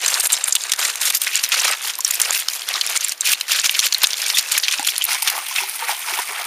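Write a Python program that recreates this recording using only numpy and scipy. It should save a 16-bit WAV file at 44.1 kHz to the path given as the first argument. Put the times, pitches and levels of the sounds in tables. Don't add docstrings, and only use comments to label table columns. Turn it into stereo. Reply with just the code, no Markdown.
import sys
import numpy as np
from scipy import signal
from scipy.io import wavfile

SR = 44100
rng = np.random.default_rng(int(sys.argv[2]) if len(sys.argv) > 2 else 0)


def wrap_up_sound(samples):
    columns = np.atleast_2d(samples).T
    tamed = np.clip(columns, -1, 1)
    steps = np.round(tamed * 32767).astype(np.int16)
    wavfile.write(sys.argv[1], SR, steps)


N = 284886

# [t/s, length/s, level/dB, swell over the length/dB, extra bass/dB, extra treble/dB]
SLIDES = [(0.025, 0.185, -21, -1, 6.5, 2.5), (0.235, 0.028, -22.5, 0, 6, 11), (0.3, 0.041, -22, 6, 1, -2),
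          (0.476, 0.013, -23.5, -1, 8, 12), (0.79, 0.13, -21.0, -4.5, 7, 2.5),
          (1.015, 0.092, -19.5, 0, 0.5, 5), (1.137, 0.024, -20, -2, -1, 2.0),
          (1.22, 0.085, -23.5, -9.5, -1, 2), (1.335, 0.059, -20.5, 1, -8.5, -3.0),
          (1.435, 0.018, -21.5, -5, -4.0, 9), (1.52, 0.12, -19.0, -3, 3, -2),
          (1.637, 0.1, -15.5, 1.5, 4.5, -7.5), (1.835, 0.071, -23.0, 3, 3, 2.5),
          (2.05, 0.13, -25.5, 0.5, 0.5, 3.5), (2.2, 0.084, -24, -1, 4.5, 2.0),
          (2.275, 0.031, -23.5, 6, 12, -1.0), (2.33, 0.096, -21, -7.5, -3.5, 4.5),
          (2.5, 0.075, -29.5, 1.5, 0, 10.5), (2.68, 0.12, -23.5, -6, 5, -7),
          (2.84, 0.13, -20.5, 7, 1, -3.5), (3.015, 0.12, -24, -10, -6.5, -2),
          (3.255, 0.081, -16.0, 0.5, -5.5, 1.5), (3.49, 0.038, -16.5, 9, -2.5, 0.5),
          (3.55, 0.056, -16.5, -5, -3.5, -4.5), (3.642, 0.022, -13.5, 1.5, -1, -0.5),
          (3.685, 0.1, -24, 3, 1, 1), (3.83, 0.04, -14.5, -3, -4.0, -1), (4.0, 0.037, -23.5, 24, 1, -5),
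          (4.18, 0.15, -21.5, 0.5, -2, 0), (4.355, 0.035, -15.0, 11.5, -11, -2),
          (4.505, 0.073, -18.5, 3.5, -4, -4.5), (4.635, 0.11, -21, 9, -8, -7.5),
          (4.85, 0.055, -20, 3.5, -12, 1), (5.03, 0.022, -24.5, 3, -14, 0)]
SLIDE_ATTACK_S, SLIDE_RELEASE_S = 0.0076, 0.0076
# [t/s, level/dB]
SETTLING = [(0, -31), (.28, -46), (.34, -26), (.54, -32.5), (.65, -26), (.76, -35), (.96, -26.5),
            (1.19, -37.5), (1.3, -26.5), (1.8, -30), (2.02, -36), (2.27, -35.5), (2.47, -33.5),
            (2.81, -29.5), (2.92, -30), (3.0, -31.5), (3.17, -46), (3.25, -25.5), (3.44, -35),
            (4.15, -28.5), (4.45, -26.5), (5.0, -29), (5.2, -64)]
SETTLING_DEPTH_DB, SETTLING_SPARKLE_DB = 4, 0.5
# [f/Hz, density/(dB per Hz)]
GRAVEL_SPECTRUM = [(71, -73), (120, -48), (360, -22.5), (450, -15.5), (995, -9), (1100, -8), (1790, -0.5),
                   (1990, -1), (2240, -1), (2920, 2), (3170, -1), (6460, -2.5), (11200, -6), (15500, -13)]
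# [t/s, level over 5 ms/dB, f/Hz, half width/octaves, decay time constant/s]
SET_KNOCKS = [(0.062, -4.5, 5120, 0.73, 0.00096), (0.081, -5.5, 6900, .7, 0.0019),
              (0.1022, -12, 7340, .6, 0.0018), (0.142, -5.5, 6200, 0.48, 0.0025),
              (0.2, -5, 9400, .6, 0.0038), (0.2709, -7, 9900, .4, .0011), (0.3222, -6.5, 7740, 1.1, 0.0017),
              (0.33, -2, 8600, 0.21, 0.0029), (0.4404, -7, 8260, 0.11, .0007),
              (0.4837, -8, 9200, 0.44, 0.00071), (0.525, -4, 6650, 0.16, 0.0016),
              (0.5533, -2.5, 6890, 0.99, 0.0016), (0.5635, -10, 3110, 0.52, 0.0012),
              (0.6378, -15, 6800, 0.19, 0.00056), (0.6957, -16, 3300, 1.2, .0015),
              (0.7194, -3, 5060, 1.2, .0019), (0.736, -9, 4440, 1.5, 0.0012), (1.103, -8, 6600, 2, 0.0013),
              (1.1502, -2.5, 7900, 0.72, 0.0066), (1.217, -8, 10600, .3, 0.0012),
              (1.2692, -8.5, 2120, 0.23, 0.0017), (1.3553, -4.5, 7040, 0.39, 0.00045),
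              (1.438, -4.5, 5770, 0.78, 0.0024), (1.52, -7, 3330, 0.39, 0.00087),
              (1.597, -7, 5700, 0.2, 0.0019), (1.6481, -6, 2520, 1.6, 0.0095),
              (1.6812, -6.5, 3020, 1, 0.0039), (1.9876, -14, 7950, 1.8, 0.00086),
              (2.0064, -11.5, 6640, 0.5, 0.0015), (2.048, -2, 6930, 0.57, 0.0013),
              (2.109, -4, 10600, 1.6, .0013), (2.2002, -6.5, 4900, 1.3, 0.0018),
              (2.2168, -1, 8180, 0.21, 0.0013), (2.3073, -6.5, 5660, .5, .0008),
              (2.4853, -6.5, 4000, 0.38, 0.00041), (2.8126, -5, 4500, .25, 0.0015),
              (2.974, -8, 6450, 0.64, 0.0011), (3.0465, -5, 10000, 0.073, 0.00083),
              (3.1206, -12, 5300, 1.2, 0.001), (3.209, -5, 7360, 0.36, 0.0011),
              (3.4108, -9, 4170, 0.82, 0.00055), (3.5981, -9, 6200, .25, 0.00056),
              (3.6531, -12, 3660, 0.5, .0022), (3.6946, -5.5, 3200, 0.56, 0.00078),
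              (3.7489, -10, 3500, 0.32, 0.0021), (3.7927, -1, 5600, 0.75, 0.0024),
              (3.925, -4.5, 3800, 0.66, 0.0017), (3.9465, -3.5, 4070, 0.23, 0.001),
              (4.0336, -4, 7900, 1.55, 0.0025), (4.042, -0.5, 3790, 0.27, 0.0021),
              (4.0706, -8.5, 4740, 0.89, 0.00086), (4.1063, -11.5, 4400, 0.35, 0.0028),
              (4.1324, -10.5, 4160, .5, 0.00072), (4.3011, -6.5, 3550, .5, .0013),
              (4.3458, -9.5, 3200, .1, .005), (4.3859, -3, 6240, 0.79, 0.0029),
              (4.5198, -4.5, 7700, 1.2, .0028), (4.5793, -2.5, 10600, 0.64, 0.0018),
              (4.637, -6.5, 4120, .22, 0.006), (4.6831, -5, 3630, 0.47, 0.0016),
              (4.7957, -13.5, 2500, 1.35, 0.002), (4.8742, -6, 4470, 1.53, 0.0016),
              (4.8857, -7, 2800, 0.37, 0.0015), (4.9634, -14, 6000, 0.43, 0.00075),
              (4.9805, -5.5, 7400, 0.93, 0.00055), (5.0109, -11, 2840, 0.12, 0.0028),
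              (5.0212, -10, 3260, .6, 0.00051), (5.041, -5.5, 10400, 0.36, 0.00085),
              (5.0517, -8.5, 9800, 0.42, 0.00074), (5.1313, -10.5, 9200, 0.43, 0.0014),
              (5.2225, -9.5, 9300, 0.65, 0.0015), (5.2287, -9, 8950, 0.9, .0016),
              (5.2757, -6.5, 3000, 1.26, 0.0036), (5.3005, -9, 5800, 1.3, .0012),
              (5.5616, -9, 3360, 0.55, 0.0022), (5.5843, -8, 2340, 0.14, 0.0027)]
RESONANCE_Q, RESONANCE_DB = 9, 8
KNOCKS_PER_S, KNOCK_OVER_DB, KNOCK_SPREAD_DB = 24, 8.5, 2.5
KNOCK_FOLLOWS, TYPICAL_GRIND_DB = 0.72, -23
KNOCK_TOP_DB = -12
KNOCK_HZ, KNOCK_SPREAD_OCT, KNOCK_WIDTH_OCT, KNOCK_DECAY_S = 6200, 0.554, 0.51, 0.00092
CLINK_OVER_DB, BUBBLE_OVER_DB = 8.5, 1.5
# [t/s, share 0-1]
UPTURN = [(0, 0.4), (.25, 1), (1.0, 0.5), (1.25, 0)]
# [f/Hz, width/Hz, level/dB]
UPTURNED_PEAKS = [(430, 100, -2), (1840, 90, 1.5), (3230, 140, -4), (3800, 370, 4), (5530, 900, -2),
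                  (6540, 330, 3), (7500, 470, 6), (8480, 400, 5.5), (14800, 4600, -4.5)]
# [f/Hz, density/(dB per Hz)]
RIVER_SPECTRUM = [(30, 3), (70, 1), (130, -15.5), (230, -6), (350, -3), (800, 2.5), (2500, 1), (7000, -6.5),
                  (15000, -2)]
# [t/s, level/dB, f/Hz, time to fall 60 dB/s]
WET_TONES = [(1.992, -7, 1004, 0.019), (4.794, -9.5, 810, 0.047), (4.794, -17.5, 285, 0.037),
             (4.824, -14.5, 880, 0.037), (5.088, -19, 885, .04), (5.225, -9.5, 875, 0.021),
             (5.335, -27, 540, .05), (5.378, -2.5, 860, 0.012), (5.618, -31, 383, .2),
             (5.635, -8, 850, 0.026), (5.823, -9.5, 896, 0.05), (5.824, -30, 490, 0.15),
             (5.893, -1, 840, 0.023), (5.922, -15, 810, 0.021), (6.124, -25.5, 378, .075),
             (6.188, -5, 950, 0.031), (6.191, -18.5, 400, 0.029), (6.285, -35, 230, 0.042),
             (6.302, -28, 415, 0.092)]
# [t/s, length/s, level/dB, swell over the length/dB, extra bass/dB, extra treble/dB]
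SPLASHES = [(5.088, 0.07, -18.5, -4, -4, -2.5), (5.24, 0.043, -21, 12, -5, -3),
            (5.325, 0.063, -24.5, 2, 4.5, -0.5), (5.48, 0.053, -26.5, 2, -9, -2),
            (5.56, 0.078, -21, 3, -5.5, -1), (5.8, 0.1, -30.5, -3, 10, -5),
            (5.885, 0.041, -22.5, 0, 4, 2.5), (6.07, 0.13, -24, 4, 2.5, 0.5),
            (6.29, 0.27, -30, 1, 16, -5.5)]
SPLASH_ATTACK_S, SPLASH_RELEASE_S = 0.013, 0.018
WADE_START_S, WADE_BUILD_S = 5.12, 0.031
FALLBACK_DB, FALLBACK_DEPTH_DB, FALLBACK_SPARKLE_DB = -28, -7.5, 3.5
# [f/Hz, density/(dB per Hz)]
WATER_SPECTRUM = [(71, -73), (120, -42), (282, -35), (383, -14.5), (575, -22), (676, -4), (917, -3.5),
                  (1650, -2), (2290, -4), (3810, -7.5), (5270, -7), (7610, -16.5), (9910, -0.5),
                  (14000, -16), (15500, -15)]
# [f/Hz, width/Hz, level/dB]
SPLASH_PEAKS = [(890, 200, 3), (1620, 180, -3.5), (2240, 540, 4.5), (3300, 130, 2.5), (6380, 390, 3.5),
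                (9100, 2800, 1.5), (11700, 2100, -6), (14600, 1700, 5.5)]
# [f/Hz, correlation 0-1]
LIKENESS = [(60, .7), (300, .94), (700, .96), (3000, .94), (5000, .86), (8000, .68), (14000, .35)]
# [f/Hz, level/dB]
BALANCE = [(60, 1), (200, 9.5), (400, 7.3), (700, 7), (1300, 4.5), (2400, 1), (8000, 0.5), (15000, 0)]
BASS_CUT_HZ, COUPLING_HZ = 306, 70
NOTCH_HZ, NOTCH_WIDTH_HZ, NOTCH_DB = 7850, 99, -18.5
CUTOFF_HZ, PORT_LAG_S = 15900, 6.5e-6
EDGES = np.geomspace(122, 16000, 21)


def from_db(db):
    return np.exp(np.asarray(db) * (np.log(10) / 20))


def rms_one(x):
    return x / np.sqrt(np.mean(x ** 2) + 1e-20)


def in_time(rows):
    s, *columns = np.transpose(rows)
    return [np.interp(np.arange(N) / SR, s, c) for c in columns]


def at_hz(points, hz):
    points = np.array(points)
    return np.interp(np.log(hz), np.log(points[:, 0]), points[:, 1])


def band(x, low, high, order=2):
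    limits = [max(low, 10), min(high, .45 * SR)]
    return signal.sosfilt(signal.butter(order, limits, "band", fs=SR, output="sos"), x + 1e-18)


def drift(rate):
    step = min(rate / SR, 1 / 20)
    values = rng.standard_normal(N // 20 + 2)
    return rms_one(np.interp(np.arange(N) * step, np.arange(N // 20 + 2), values))


def stereo(mid, side, hz, pan_db):
    alike = np.clip(at_hz(LIKENESS, hz), 0, .99)
    sides = np.array([[1], [-1]])
    common = np.sqrt((1 + alike) / 2) * mid
    opposed = np.sqrt((1 - alike) / 2) * side * sides
    return (common + opposed) * from_db(sides * pan_db / 2)


def add(out, s, sound):
    i = max(round(s * SR), 0)
    out[:, i:i + sound.shape[1]] += sound[:, :N - i]


def coloured(x, peaks):
    for hz, width_hz, db in peaks:
        w, a = 2 * np.pi * hz / SR, from_db(db / 2)
        k = np.tan(np.pi * width_hz / SR)
        zeros = [1 + k * a, -2 * np.cos(w), 1 - k * a]
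        poles = [1 + k / a, -2 * np.cos(w), 1 - k / a]
        x = signal.lfilter(zeros, poles, x + 1e-18)
    return x


def bursts(rows, attack_s, release_s, bed_db, bed_depth_db, bed_sparkle_db):
    t = np.arange(N) / SR
    power = from_db(bed_db) ** 2 + 1e-14
    depth, sparkle = power * bed_depth_db, power * bed_sparkle_db
    for s, length, level_db, swell_db, depth_db, sparkle_db in rows:
        near = slice(max(int(s * SR) - SR // 5, 0), int((s + length) * SR) + SR // 3)
        age = t[near] - s
        edges = np.exp(np.minimum(age, 0) / attack_s - np.maximum(age - length, 0) / release_s)
        swell = swell_db * (np.clip(age / length, 0, 1) - .5)
        burst = (edges * from_db(level_db + swell)) ** 2
        power[near] += burst
        depth[near] += burst * depth_db
        sparkle[near] += burst * sparkle_db
    return 10 * np.log10(power), depth / power, sparkle / power


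def crackle(motion, spectrum, per_s, size_db, clump_db, clump_rate, width_oct, hiss, patchy_db, scatter_s):
    level_db, depth_db, sparkle_db = motion
    centres = np.sqrt(EDGES[1:] * EDGES[:-1])
    shares = from_db(at_hz(spectrum, centres)) * np.sqrt(np.diff(EDGES))
    shares /= np.linalg.norm(shares)
    surge = rms_one(from_db(clump_db * np.clip(drift(clump_rate), -2, 2)))
    at = np.flatnonzero(rng.random(N) < per_s / SR)
    size = from_db(size_db * np.minimum(rng.exponential(1, N)[at], 3))
    pitch = np.log2(rng.uniform(np.sqrt(150), np.sqrt(15000), N)[at] ** 2)
    out, noises = np.zeros((2, N)), rng.standard_normal((3, 2, N))
    for k, (low, high, hz, share) in enumerate(zip(EDGES, EDGES[1:], centres, shares)):
        reach = size / (1 + ((np.log2(hz) - pitch) / width_oct) ** 2)
        touches = np.zeros(N)
        touches[at] = reach ** 2
        power = signal.lfilter([1], [1, -np.exp(-1 / (scatter_s * SR))], touches + 1e-12)
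        envelope = np.sqrt(power / power.mean() + hiss ** 2)
        mid, side = band(noises[k % len(noises)] * envelope, low, high)
        deep = np.clip(np.log2(2400 / hz), 0, 1)
        bright = np.clip(np.log2(hz / 4800), 0, 1)
        gain = share * from_db(deep * depth_db + bright * sparkle_db + patchy_db * drift(45))
        out += gain * stereo(rms_one(mid), rms_one(side), hz, at_hz(BALANCE, hz))
    return out * surge * from_db(level_db)


def pings(level_db, start_s, end_s, low_hz, high_hz, cycles, rise, gain_db, spread_db, count):
    out, t = np.zeros((2, N)), np.arange(SR // 25) / SR
    for k, (when, size, strength, place) in enumerate(rng.random((count, 4))):
        s = np.interp(k + when, [0, count], [start_s, end_s])
        hz = low_hz * (high_hz / low_hz) ** size
        age = t * hz / cycles
        wave = np.sin(2 * np.pi * hz * t * (1 + rise * np.minimum(age, 2)))
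        tone = wave * from_db(-60 * age) * (1 - np.exp(-t * hz))
        pan_db = at_hz(BALANCE, hz) + 6 * (place - .5)
        peak_db = level_db[np.clip(int(s * SR), 0, N - 1)] + gain_db - spread_db * strength
        add(out, s, tone * from_db(peak_db + np.array([[pan_db], [-pan_db]]) / 2))
    return out


def lesser_knocks(grind_db):
    rows = []
    for k in range(int(KNOCKS_PER_S * WADE_START_S)):
        late, strength, pitch, width, decay = np.clip(rng.standard_normal(5), -2, 2)
        s = abs(k + late / 2) / KNOCKS_PER_S
        swing_db = grind_db[min(int(s * SR), N - 1)] - TYPICAL_GRIND_DB
        level_db = TYPICAL_GRIND_DB + KNOCK_FOLLOWS * swing_db + KNOCK_OVER_DB + KNOCK_SPREAD_DB * strength
        hz = min(KNOCK_HZ * 2 ** (KNOCK_SPREAD_OCT * pitch), 12000)
        half_width = KNOCK_WIDTH_OCT * 2 ** (width / 2)
        rows.append((s, min(level_db, KNOCK_TOP_DB), hz, half_width, KNOCK_DECAY_S * 2 ** (decay / 2)))
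    return rows


def clacks(rows, ring_db, scatter_db, scatter_s, bounce_db, fade_in, gain_db, pan_spread_db):
    out, t = np.zeros((2, N)), np.arange(-SR // 200, SR // 25) / SR
    after = np.maximum(t, 0)
    stone_range = signal.butter(2, [790, 15500], "band", fs=SR, output="sos")
    for s, level_db, hz, width, decay in rows:
        pan_db = at_hz(BALANCE, hz) + pan_spread_db * rng.standard_normal()
        width, decay = np.clip(width, .1, 1.6), max(decay, .0003)
        lag, white = rng.uniform(1, 3.2) * decay, rng.standard_normal((2, len(t)))
        onset = np.exp(np.minimum(t, 0) / (fade_in * decay))
        bounce = from_db(bounce_db) * (t > lag) * np.exp(-abs(t - lag) / decay)
        contact = np.exp(-after / decay) + bounce
        scatter = from_db(scatter_db) * np.exp(-after / scatter_s)
        crack = band(white * onset * (contact + scatter), hz / 2 ** width, hz * 2 ** width, order=1)
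        ring = np.sin(2 * np.pi * hz * after) * np.exp(-after / decay)
        resonant_hz = np.minimum(hz * 2 ** rng.uniform(-.4 - width, .4 + width, size=3), 14000)
        resonances = [(f, f / RESONANCE_Q, RESONANCE_DB) for f in resonant_hz]
        mid, side = coloured(signal.sosfilt(stone_range, crack), resonances)
        rung = rms_one(mid) + from_db(ring_db) / width * rms_one(ring)
        knock = stereo(rung, rms_one(side), hz, pan_db)
        add(out, s + t[0], from_db(level_db + gain_db) * rms_one(knock) * np.sqrt(.005 * SR / len(t)))
    return out


def pebbles():
    settling_db = in_time(SETTLING)[0]
    grind = bursts(SLIDES, SLIDE_ATTACK_S, SLIDE_RELEASE_S, settling_db, SETTLING_DEPTH_DB, SETTLING_SPARKLE_DB)
    gravel = crackle(grind, GRAVEL_SPECTRUM, per_s=1100, size_db=3.0, clump_db=1.5, clump_rate=160,
                     width_oct=0.81, hiss=0.51, patchy_db=1.56, scatter_s=0.0013)
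    clinks = pings(grind[0], 0, WADE_START_S, low_hz=2200, high_hz=11500, cycles=55, rise=0,
                   gain_db=CLINK_OVER_DB, spread_db=16, count=420)
    knocks = clacks(list(SET_KNOCKS) + lesser_knocks(grind[0]), ring_db=-35.5, scatter_db=-28.5,
                    scatter_s=0.012, bounce_db=-6.0, fade_in=0.5, gain_db=-5.0, pan_spread_db=3.0)
    stones = from_db(-1.65) * gravel + clinks + knocks
    upturn = np.clip(in_time(UPTURN)[0], 0, 1)
    return upturn * coloured(stones, UPTURNED_PEAKS) + (1 - upturn) * stones


def river(level_db):
    out, edges = 0, np.geomspace(20, 16000, 11)
    for low, high in zip(edges, edges[1:]):
        hz = np.sqrt(low * high)
        mid, side = band(rng.standard_normal((2, N)), low, high, order=3)
        out = out + from_db(at_hz(RIVER_SPECTRUM, hz)) * stereo(mid, side, hz, at_hz(BALANCE, hz))
    return from_db(level_db) * rms_one(out)


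def plops(rise, swell_s, pan_db, gain_db):
    out, t = np.zeros((2, N)), np.arange(SR // 5) / SR
    for s, peak_db, hz, t60 in WET_TONES:
        tone = np.sin(2 * np.pi * hz * t * (1 + rise * t / t60)) * (1 - np.exp(-t / swell_s))
        decaying = tone * from_db(peak_db + gain_db - 60 * t / t60)
        add(out, s, decaying * from_db([[pan_db / 2], [-pan_db / 2]]))
    return out


def wading():
    before_start = np.minimum(np.arange(N) / SR - WADE_START_S, 0)
    fallback_db = FALLBACK_DB + 20 * np.log10(np.e) * before_start / WADE_BUILD_S
    churn = bursts(SPLASHES, SPLASH_ATTACK_S, SPLASH_RELEASE_S,
                   fallback_db, FALLBACK_DEPTH_DB, FALLBACK_SPARKLE_DB)
    spray = crackle(churn, WATER_SPECTRUM, per_s=670, size_db=3.5, clump_db=1.5, clump_rate=120,
                    width_oct=1.0, hiss=0.94, patchy_db=2.0, scatter_s=0.00096)
    bubbles = pings(churn[0], WADE_START_S, N / SR, low_hz=900, high_hz=6000, cycles=45, rise=.06,
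                    gain_db=BUBBLE_OVER_DB, spread_db=16, count=260)
    return coloured(from_db(-1.0) * spray + bubbles, SPLASH_PEAKS)


def thinned(x, hz):
    return signal.sosfilt(signal.butter(1, hz, "high", fs=SR, output="sos"), x)


def scene():
    stones_and_dog = pebbles() + wading()
    return stones_and_dog + plops(rise=0.025, swell_s=0.0018, pan_db=8.0, gain_db=-4) + river(level_db=-43.5)


def record(dry):
    top = .92
    slip = (1 - PORT_LAG_S * SR) / (1 + PORT_LAG_S * SR)
    ports = np.array([signal.lfilter([slip, 1], [1, slip], dry[0]), dry[1]])
    clipped = np.clip(thinned(ports, BASS_CUT_HZ), -top, top)
    notched = coloured(thinned(clipped, COUPLING_HZ), [(NOTCH_HZ, NOTCH_WIDTH_HZ, NOTCH_DB)])
    return signal.sosfilt(signal.cheby2(16, 60, CUTOFF_HZ, fs=SR, output="sos"), notched)


dry = scene()
out = record(dry)
wrap_up_sound(out)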